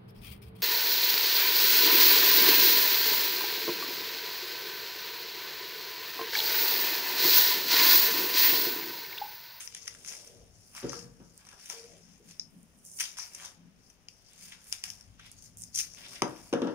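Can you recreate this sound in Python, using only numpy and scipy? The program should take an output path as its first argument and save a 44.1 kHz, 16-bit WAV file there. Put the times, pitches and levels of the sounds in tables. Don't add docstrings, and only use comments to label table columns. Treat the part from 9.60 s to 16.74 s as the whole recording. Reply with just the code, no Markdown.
import sys
import numpy as np
from scipy import signal
from scipy.fft import rfft, irfft, next_fast_len
from scipy.io import wavfile
from scipy.ndimage import uniform_filter1d

SR = 44100
rng = np.random.default_rng(int(sys.argv[2]) if len(sys.argv) > 2 else 0)


def how_loud(loudness_db):
    steps = np.asarray(loudness_db, float) / 20
    return 10 ** steps


def store_pcm(level_fs):
    pcm = np.round(np.clip(level_fs, -1, 1) * 32767).astype(np.int16)
    wavfile.write(sys.argv[1], SR, np.atleast_2d(pcm).T)


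N = 314874
SIZE = next_fast_len(N + SR)
HZ = np.maximum(np.arange(SIZE // 2 + 1) * SR / SIZE, 1.0)
CONTROL_STEP = 32


def paper(flap, crackle, fizz, edge):
    low = band(flap, 670, 3830) + band(crackle, 4030, 7180)
    return low + band(fizz, 7620, 12950) + band(edge, 10060, 17000)


def rustle():
    crackle_db, flap_db, fizz_db, edge_db, flap_hz = handling()
    swarm = grains(1100, 3.5, length_s=0.0008, hiss=0.5) * how_loud(1.4 * walk(22))
    ranges = []
    for noise in ports((4, N), unlike=1.0):
        own_creases = 0.63 * grains(120, 4.0, length_s=0.004, hiss=0)
        ranges.append(level((swarm + own_creases) * noise, 0))
    flap, crackle, fizz, edge = ranges
    sheet = 0
    for hz in 800 * 2 ** np.arange(0, 2.7, 0.5):
        gain_db = 2 * walk(20) - 5 * np.log2(hz / flap_hz) ** 2
        sheet = sheet + how_loud(gain_db) * ring(flap, hz, 0.7 * hz)
    folds = sum(how_loud(2.4 * walk(14)) * ring(crackle, hz, 1600) for hz in (4800, 5600, 6500, 7400))
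    sheet = sheet * how_loud(flap_db + 5)
    fizz = fizz * how_loud(fizz_db + 1.5 + 0.93 * walk(27))
    edge = edge * how_loud(edge_db + 4 + 2 * walk(11))
    return how_loud(crackle_db) * paper(sheet, folds * how_loud(-4), fizz, edge)


# (t/s, level/dB at the peak, rise/s, fall/s, f/Hz of the sheet); times are for 20 dB
PRESSES = [(.002, -41, 0.07, 0.14, 2400), (0.284, -48.5, 0.33, 0.29, 2250),
           (0.491, -41.5, 0.093, 0.24, 2330), (1.169, -41.5, 0.063, 0.096, 1200),
           (1.331, -43, 0.13, 0.16, 1300), (1.79, -57, 0.038, 1, 1510), (2.02, -50, 0.068, .6, 2700),
           (2.095, -42, 0.02, 0.21, 2500), (2.42, -61.5, 0.052, 0.078, 2350),
           (2.704, -53, 0.11, 0.088, 2120), (3.402, -34, 0.023, 0.14, 2330),
           (3.574, -42.5, 0.0089, 0.29, 1700), (3.857, -46.5, 0.31, 0.079, 1700),
           (3.95, -60.5, 0.34, 0.017, 1490), (0.671, -54, 0.13, .03, 1900), (4.801, -53.5, 0.24, 1, 2500),
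           (5.125, -42, 0.019, 0.096, 2820), (5.237, -41.5, 0.0067, 0.17, 1600),
           (5.4, -67, 0.24, 0.49, 2200), (6.55, -54, 0.25, 0.15, 1700), (6.85, -56, 0.94, 0.58, 1100)]
# (t/s, level/dB at the peak, rise/s, fall/s)
PINCHES = [(1.1, -56, 0.46, 0.27), (1.773, -54.5, 0.33, 0.12), (2.8, -60, 0.0057, 0.065),
           (4.295, -61.5, 0.31, 0.16), (4.484, -61, 0.013, 0.2), (4.7, -65.5, 0.56, 0.6),
           (5.66, -52, .03, .06), (5.72, -54, .03, .08), (5.78, -54, .04, .1), (5.825, -50, .005, .08),
           (5.862, -51, .05, .05), (6.535, -46, .12, .12), (6.147, -34, 0.0055, 0.12),
           (6.184, -29, 0.039, 0.084), (6.33, -51, 0.12, 1)]
# (t/s, level/dB at the peak, rise/s, fall/s)
BENDS = [(.06, -47.5, 0.5, 0.031), (.5, -44, 0.086, 0.13), (.75, -74, .2, 0.87), (3.0, -69.5, 0.79, 0.38),
         (3.368, -49.5, 0.2, 0.11), (3.41, -33, 0.054, 0.028), (5.11, -55, 0.13, 0.013),
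         (5.72, -77, .02, .2), (5.975, -56, 0.01, 0.16), (4.85, -56, .15, .3), (5.09, -56, .1, .03)]
# (t/s, level/dB at the peak, rise/s, fall/s, f/Hz of the sheet)
FLAPS = [(0.161, -50, 0.066, 0.033, 2800), (1.89, -58.5, 0.083, 0.13, 1800), (1.16, -47, 0.017, 0.15, 1200),
         (4.92, -56.5, 0.052, 0.3, 1860), (6.19, -47.5, 0.049, 0.11, 3500), (1.172, -50.5, .04, .1, 1200),
         (5.6, -57, 0.026, 0.19, 1900), (3.46, -45.5, 0.034, 0.044, 2700),
         (3.85, -49.5, 0.096, 0.096, 1000), (1.8, -58, .03, .15, 1500), (6.39, -51, .06, .06, 1800),
         (6.455, -44.5, .05, .08, 2600), (6.525, -49, .03, .08, 1300), (6.56, -45, .015, .05, 2000),
         (5.66, -57, .02, .06, 2900), (6.64, -59, .03, 1, 1400), (7.12, -56, 0.28, 0.21, 570)]


def handling():
    press_db, pinch_db = (-1, -6.5, -8.5, -10.5), (-2, -22, -9.5, -10.5)
    bend_db, flap_db = (-12, -33, -2.5, -1.5), (-19, 1.5, -21, -24)
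    kinds = [(PRESSES, press_db), (PINCHES, pinch_db), (BENDS, bend_db), (FLAPS, flap_db)]
    power = sum(swells(moves).sum(axis=0) * how_loud(2 * np.array(db))[:, None] for moves, db in kinds)
    crackle, flap, fizz, edge = (envelope(p, -81) for p in power)
    share = np.vstack([swells(PRESSES) * how_loud(2 * press_db[1]), swells(FLAPS)]) + 1e-30
    pitches = np.array([move[4] for move in PRESSES] + [move[4] for move in FLAPS])
    hz = pitches @ share / share.sum(axis=0)
    flap_hz = np.interp(np.arange(N) / CONTROL_STEP, np.arange(len(hz)), hz)
    return crackle, flap - crackle, fizz - crackle, edge - crackle, flap_hz


def snaps():
    count = 768
    out, t_ms = np.zeros((4, 2, N + count)), np.arange(count) / SR * 1000
    rows = creases()
    for row, noise in zip(rows, ports((len(rows), 4, count), unlike=0.65)):
        s, db, fold_hz, flap_db, flap_hz, fizz_db, ms = row
        puff = noise * t_ms / ms * np.exp(1 - t_ms / ms)
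        energy = np.sum(puff ** 2, axis=-1, keepdims=True)
        flap, fold, fizz, edge = puff / np.sqrt(energy / (20 * ms / 0.4))
        flap = 0.42 * (0.4 / ms) ** 2 * flap + ring(flap, flap_hz, flap_hz)
        fold = 0.35 * fold + ring(fold, fold_hz, 1350)
        parts = [flap * how_loud(flap_db + 17), fold * how_loud(-1.5), fizz * how_loud(fizz_db + 14), edge * how_loud(fizz_db + 7)]
        start = int(s * SR)
        out[..., start:start + count] += how_loud(db) * np.array(parts)
    return paper(*out[..., :N])


# (t/s, level/dB at the peak, f/Hz of the fold, foil fizz level/dB relative)
SNAPS = [(0.075, -29, 5600, -26), (0.1478, -31, 6030, -12), (0.1502, -33, 5220, -15),
         (0.2576, -38.5, 6100, -24), (0.2766, -24, 6100, -19.5), (0.279, -26, 5140, -37),
         (0.4614, -39, 6700, -28), (0.5236, -30.5, 6340, -27), (1.294, -26, 6060, -38),
         (1.3914, -32.5, 5740, -18.5), (2.0992, -23, 6030, -19.5), (2.7102, -36.5, 6150, -23),
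         (4.4848, -31, 4530, -32), (4.733, -53, 6000, -3), (5.1255, -16, 5300, -14),
         (5.2384, -18, 4860, -16.5), (5.3017, -26, 5600, -16), (5.4094, -42, 5530, -14.5),
         (5.8227, -46, 5840, -10), (.4902, -38, 6480, -25), (5.8581, -44, 5670, -20)]
# (t/s, level/dB at the peak, f/Hz of the fold, fizz level/dB relative)
NICKS = [
    (2.796, -16, 5130, -42),
    (3.3702, -36, 6720, -22),
    (6.0364, -31, 6500, -20),
    (6.6199, -15, 5200, -25),
]
# (t/s, level/dB at the peak, f/Hz of the sheet, flap level/dB relative)
POPS = [(0.124, -45, 2190, -11), (0.3491, -42, 2160, -10), (0.4475, -41, 2120, -5),
        (1.1495, -37.5, 1200, -9.5), (1.3199, -37, 1340, -17), (1.332, -36, 2000, -14),
        (3.5703, -41, 2830, -6.5), (3.7987, -42, 1740, -8), (6.347, -40.5, 1770, -15),
        (6.6203, -24, 2200, -6), (6.9273, -36, 2900, -8), (6.9366, -34, 2900, -8), (7.0187, -42.5, 950, 0)]
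# (t/s, level/dB at the peak)
TICKS = [(1.7766, -52), (3.03, -61.5), (3.25, -61), (3.2856, -56), (3.3187, -62), (2.058, -53),
         (5.042, -58), (5.079, -57), (5.097, -54), (6.0395, -50), (5.7155, -48), (5.971, -49),
         (5.9833, -54), (6.0117, -48), (6.0197, -44)]
# (t/s, level/dB at the peak, length/ms, f/Hz of the sheet, flap level/dB relative)
CRUNCHES = [(.672, -44, 2.5, 1210, -20), (1.866, -52, 2.5, 980, -6), (1.887, -48, 2, 1740, -14),
            (1.928, -52, 1.2, 900, -4), (2.056, -46, 2.5, 2660, -16), (4.298, -54, 2.5, 2500, -16),
            (4.92, -50, 2.5, 2600, 0), (5.594, -56, 2.5, 1550, 4), (.1655, -42, 1, 2600, -13),
            (.174, -42, 1, 2560, -18), (0.2707, -44.5, 1, 2500, -5), (0.2777, -34, 1, 1830, -8.5),
            (0.1482, -40, 1.1, 2410, -7), (3.386, -38, 2, 2600, -22), (3.398, -29.5, 2, 2500, -12),
            (3.404, -29, 2.1, 2300, -9.5), (3.411, -31.5, 1.7, 2100, -6), (3.4364, -39, 1.8, 2200, -10),
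            (3.584, -36, 2.2, 1200, -9), (3.733, -47, 2, 1800, -20), (3.747, -33.5, 1.5, 1900, -20.5),
            (3.8478, -37.5, 1.5, 1500, -19), (3.857, -42, 1.5, 1200, -16), (6.148, -29, 1.5, 3000, -30),
            (6.157, -25.5, 1.6, 3400, -27), (6.174, -27, 1.6, 3300, -22), (6.1867, -23, 1, 3320, -20),
            (6.1905, -26, 1, 3300, -22), (6.197, -24, 1.3, 2810, -19.5), (6.2046, -24.5, 1.1, 3000, -20),
            (6.211, -33, 1.2, 3000, -20)]


def creases():
    sheet_hz, quick_ms = 2500, 0.4
    rows = [(s, db, hz, -23, sheet_hz, fizz_db, quick_ms) for s, db, hz, fizz_db in SNAPS]
    rows += [(s, db, hz, -40, sheet_hz, fizz_db, quick_ms) for s, db, hz, fizz_db in NICKS]
    rows += [(s, db, 5920, flap_db, hz, -15, quick_ms) for s, db, hz, flap_db in POPS]
    rows += [(s, db, 7000, -20, sheet_hz, 2, quick_ms) for s, db in TICKS]
    rows += [(s, db, 5860, flap_db, hz, -15, ms) for s, db, ms, hz, flap_db in CRUNCHES]
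    return rows


# (start t/s, length/s, from f/Hz, to f/Hz, level/dB)
SWISHES = [
    (5.968, .12, 15000, 6000, -57),
    (3.24, .15, 12500, 8000, -57),
]


def swish():
    out = np.zeros((2, N))
    for s, length_s, from_hz, to_hz, db in SWISHES:
        count = int(length_s * SR)
        u = np.arange(count) / count
        centre_hz = to_hz * (from_hz / to_hz) ** ((1 - u) ** 1.3)
        noise = ports((count,), unlike=0.9) * grains(900, 3.5, length_s=0.0008, hiss=0.4)[:count]
        hiss = 0
        for hz in 5500 * 2 ** np.arange(0, 1.6, 0.25):
            gain_db = -60 * np.log2(hz / centre_hz) ** 2 + 5 * np.log2(hz / 8000)
            hiss = hiss + how_loud(gain_db) * ring(noise, hz, 0.3 * hz)
        start = int(s * SR)
        out[:, start:start + count] = level(hiss * np.minimum(u / 0.05, 1) * (1 - u) ** 0.5, db)
    return out


# (t/s, level/dB at the peak, centre f/Hz of the ringing, spread/octaves, slap level/dB relative)
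KNOCKS = [(1.229, -25, 290, 0.5, -10), (1.24, -19, 389, 0.35, -25), (1.238, -24, 65, 0.31, -42),
          (1.236, -28.5, 152, 0.34, -28), (1.441, -35, 150, 0.28, -16), (1.331, -40.5, 1220, 0.18, 0.5),
          (1.6, -45, 202, 1.17, -5.5), (1.924, -53, 810, 0.18, 7), (2.098, -51, 830, 0.2, 12.5),
          (6.6205, -23, 424, 1.21, -2), (6.928, -14, 365, 0.85, -9), (7.018, -15, 318, 0.68, -12),
          (7.045, -24, 330, 0.5, -14), (7.071, -24.5, 400, 0.86, -5), (6.937, -27, 500, .8, -8),
          (2.6, -43, 405, 0.22, -30)]
# (f/Hz, level/dB, time to fall 60 dB/s)
TABLE = [(65, -9, 0.37), (137.2, 8, 0.17), (187.8, -2.5, 0.17), (242.5, 2.5, 0.12), (267.6, -8.5, 0.34),
         (314, -2.5, 0.28), (348, 5, 0.085), (412.7, -6, 0.17), (476.8, 1, 0.17), (542, -6.5, 0.46),
         (560.5, -5.5, 0.17), (640, 3.5, 0.083), (694, -5, 0.05), (815, 1, 0.45), (955, 5.5, 0.31),
         (1033, -4, 0.14), (1210, 20, 0.023), (1328, 9, 0.11)]


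def knocks():
    out, t = np.zeros((2, N + SR)), np.arange(SR // 2) / SR
    chances = rng.standard_normal((len(KNOCKS), len(TABLE), 3))
    for (s, db, centre_hz, octaves, slap_db), chance in zip(KNOCKS, chances):
        noise = ports(t.shape, unlike=0.78)
        rise_ms = np.clip(1.8 + 1.3 * (-2.5 - slap_db), 1.8, 8.5)
        slap = band(noise, 400, 1500) * how_loud(-60 * t / 0.4)
        slap += band(noise, 1530, 3100) * how_loud(-10 - 60 * t / 0.22)
        slap += band(noise, 230, 3500) * how_loud(-0.5 - 60 * t / 0.013)
        blow = slap * how_loud(slap_db) * (1 - np.exp(-t / 0.00087))
        for (hz, mode_db, t60), (gain, shift, phase) in zip(TABLE, chance):
            t60 = min(t60, 140 / hz)
            reach_db = -6 * (np.log2(hz / centre_hz) / max(octaves, 0.2)) ** 2
            swell = 1 - np.exp(-t * hz * 5 / rise_ms)
            tone = np.sin(2 * np.pi * (hz * (1 + 0.005 * shift) * t + phase)) * how_loud(1.2 * gain)
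            blow += swell * tone * how_loud(mode_db - 10 + reach_db - 60 * t / t60)
        start = int(s * SR)
        out[:, start:start + len(t)] += blow * how_loud(db)
    return out[:, :N]


# (t/s, level/dB at the peak, period/ms)
CONTACTS = [
    (1.2292, -34, 3),
    (6.6199, -13, 1.1),
    (6.9271, -27, 1.6),
    (6.9364, -14, 1.6),
    (7.018, -27, 1.6),
]


def contacts():
    count = 512
    out, t_ms = np.zeros(N + count), np.arange(count) / SR * 1000
    for s, db, ms in CONTACTS:
        start = int(s * SR)
        swing = np.sin(2 * np.pi * t_ms / ms) * np.exp(0.36 - t_ms / (0.7 * ms))
        out[start:start + count] -= how_loud(db) * swing
    return signal.sosfilt(signal.butter(1, 300, "high", fs=SR, output="sos"), out[:N])


# (t/s, f/Hz, level/dB)
SINGS = [
    (2.12, 460.6, -68),
    (2.14, 460.8, -59),
    (2.21, 460.7, -51),
    (2.218, 452, -61.5),
    (2.25, 467.4, -48),
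    (2.284, 476.7, -64),
    (2.378, 477, -68),
    (2.408, 450, -61),
    (2.42, 465, -78.5),
]


def singing_roll():
    s, hz, db = np.transpose(SINGS)
    t = np.arange(N) / SR
    phase = 2 * np.pi * np.cumsum(np.interp(t, s, hz)) / SR
    return np.sqrt(2) * np.sin(phase) * how_loud(np.interp(t, s, db, left=-150, right=-150) - 1)


# (t/s, level/dB at the peak, rise/s, fall/s)
LEANS_LOW = [
    (.4, -66.5, .8, 0.29),
    (5.5, -65.5, 0.18, 0.33),
    (.8, -59, 0.3, 0.61),
    (1.45, -63, 0.81, .7),
    (2.35, -70.5, 0.22, 0.33),
    (5.9, -66.5, 0.66, 1.6),
    (7.1, -64, 7.5, 0.8),
]
# (t/s, level/dB at the peak, rise/s, fall/s)
LEANS_HUM = [
    (1.45, -58.5, .6, 0.77),
    (2.85, -62, 1.8, 1.04),
    (4.08, -59, 0.25, 0.39),
    (5.9, -63, 1, 1.05),
    (7.12, -59, 1.8, 1.3),
]
# (t/s, level/dB at the peak, rise/s, fall/s)
DRAGS = [
    (.5, -66, 0.24, 0.74),
    (.8, -64.5, 1, 0.22),
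    (1.6, -80, .9, 1.9),
    (2.35, -60.5, 0.32, 0.12),
    (2.95, -79, 0.29, 0.68),
    (3.88, -68, 0.77, 0.15),
    (6.45, -66, 0.33, 4.4),
]
# (t/s, level/dB at the peak, rise/s, fall/s)
ROCKS = [
    (.85, -63, 1.1, 0.11),
    (1.33, -49.5, .03, 0.28),
    (2.32, -62, 0.11, .1),
]
# (f/Hz, width/Hz, level/dB)
HUM = [(171.4, 34, -0.5), (191.9, 58, -1.5), (225, 77, -6.5)]
# (f/Hz, width/Hz, level/dB)
DRAG = [(393, 174, 1.5), (568, 134, 4), (649, 72, -3)]


def table_load():
    low_db, hum_db, drag_db = (envelope(swells(moves).sum(axis=0), rest_db) for moves, rest_db in
                               ((LEANS_LOW, -82.5), (LEANS_HUM, -71), (DRAGS, -85)))
    low, hum, rock, drag = ports((4, N), unlike=0.71)
    low = level(resonate(low, [(98.5, 29.5, 3), (54, 30, 0)]), 0) * how_loud(low_db + 1.2 * walk(3.2))
    hum = level(resonate(hum, HUM), 0) * how_loud(hum_db + 2.5 * walk(14))
    rock_power = swells(ROCKS).sum(axis=0)[:N // CONTROL_STEP + 1]
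    rock_power = np.interp(np.arange(N) / CONTROL_STEP, np.arange(len(rock_power)), rock_power)
    rock = level(ring(rock, 469.3, 34), 0) * np.sqrt(rock_power)
    drag = level(resonate(drag, DRAG), 0) * how_loud(drag_db + 0.6 * walk(12))
    return low + hum + rock + drag


def room(x):
    bass_t60_s, treble_t60_s = 0.36, 0.21
    t = np.arange(int(0.6 * SR)) / SR
    noise = ports(t.shape, unlike=0.94)
    low = band(noise, 43, 940) * how_loud(-60 * t / bass_t60_s)
    high = band(rng.standard_normal(noise.shape), 620, 19600) * how_loud(-0.5 - 60 * t / treble_t60_s)
    tail = (low + high) * np.clip(t / 0.00025, 0, 1)
    return irfft(rfft(x, SIZE) * rfft(tail, SIZE), SIZE)[:, :N]


# (f/Hz, level/dB)
AIR = [(20, -2), (60, -3.5), (150, -18), (400, -8.5), (1000, -10), (3000, -16), (8000, -34), (16000, -18)]


def air():
    shared, own = rng.standard_normal(N), rng.standard_normal((2, N))
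    return level(colour(band(shared, 29, 790) * 1.19 + own, AIR), -68.5) * how_loud(0.19 * walk(3.37))


def level(x, db):
    return x * how_loud(db) / np.sqrt(np.mean(x ** 2))


def colour(x, points):
    hz, db = np.transpose(points)
    cepstrum = irfft(np.interp(np.log(HZ), np.log(hz), db) * np.log(10) / 20, SIZE)
    cepstrum[1:SIZE // 2] *= 2
    cepstrum[SIZE // 2 + 1:] = 0
    return irfft(rfft(x, SIZE) * np.exp(rfft(cepstrum)), SIZE)[..., :N]


def band(x, lo_hz, hi_hz):
    return signal.sosfilt(signal.butter(3, [lo_hz, hi_hz], "band", fs=SR, output="sos"), x)


def ring(x, hz, width):
    b, a = signal.iirpeak(hz, hz / width, fs=SR)
    return signal.lfilter(b, a, signal.lfilter(b, a, x))


def resonate(x, modes):
    return sum(how_loud(db) * ring(x, hz, width) for hz, width, db in modes)


def walk(rate):
    k = int(SR / rate)
    held = np.repeat(rng.standard_normal(N // k + 1), k)
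    return 1.3 * uniform_filter1d(uniform_filter1d(held, k), k)[:N]


def ports(shape, unlike):
    noise = rng.standard_normal((*shape[:-1], 3, shape[-1]))
    return (noise[..., :1, :] + unlike * noise[..., 1:, :]) / np.sqrt(1 + unlike ** 2)


def grains(rate, spread_db, length_s, hiss):
    chance = rng.random((2, N))
    sizes = (chance[0] < rate / SR) * how_loud(-spread_db * np.log(chance[1] + 0.02))
    return level(signal.lfilter([1], [1, -np.exp(-1 / (length_s * SR))], sizes), 0) + hiss


def swells(moves):
    s, db, rise, fall = np.array(moves)[:, :4].T[..., None]
    late = np.arange(0, N + CONTROL_STEP, CONTROL_STEP) / SR - s
    return how_loud(2 * (db - 20 * np.maximum(late / fall, -late / rise)))


def envelope(power, rest_db):
    db = 10 * np.log10(power + how_loud(2 * rest_db))
    return np.interp(np.arange(N) / CONTROL_STEP, np.arange(len(power)), db)


def scene():
    cracks, swarm, blows = snaps(), rustle() + swish(), knocks() + contacts()
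    direct = cracks + swarm + blows
    direct[0] = np.roll(direct[0], 5)
    wet = room((how_loud(-35) * cracks + how_loud(-30.5) * swarm + how_loud(-33) * blows).mean(axis=0))
    return direct + wet + table_load() + singing_roll() + air()


def low_pass(x):
    return signal.sosfilt(signal.butter(12, 15950, fs=SR, output="sos"), x)


# (f/Hz, level/dB)
LEFT = [(20, 5), (1000, 0), (2600, 4), (3900, 4.5), (4500, 6), (5200, 16.5), (6300, 17), (7000, 11.5),
        (7800, 0), (9200, -6), (12500, -9.5), (14900, 0.5), (15700, -30), (16100, -26.5)]
# (f/Hz, level/dB)
RIGHT = [(20, -1), (1000, -2.5), (2800, 2.5), (4100, -1.5), (5000, 6), (7200, 2.5), (8200, 3), (9000, 10),
         (10000, 6), (11000, -4.5), (13500, -5), (14900, -10), (15700, -5), (16100, -39)]


def record(dry):
    mix = np.array([colour(dry[0], LEFT), colour(dry[1], RIGHT)])
    return low_pass(mix)


dry = scene()
out = record(dry)
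store_pcm(out)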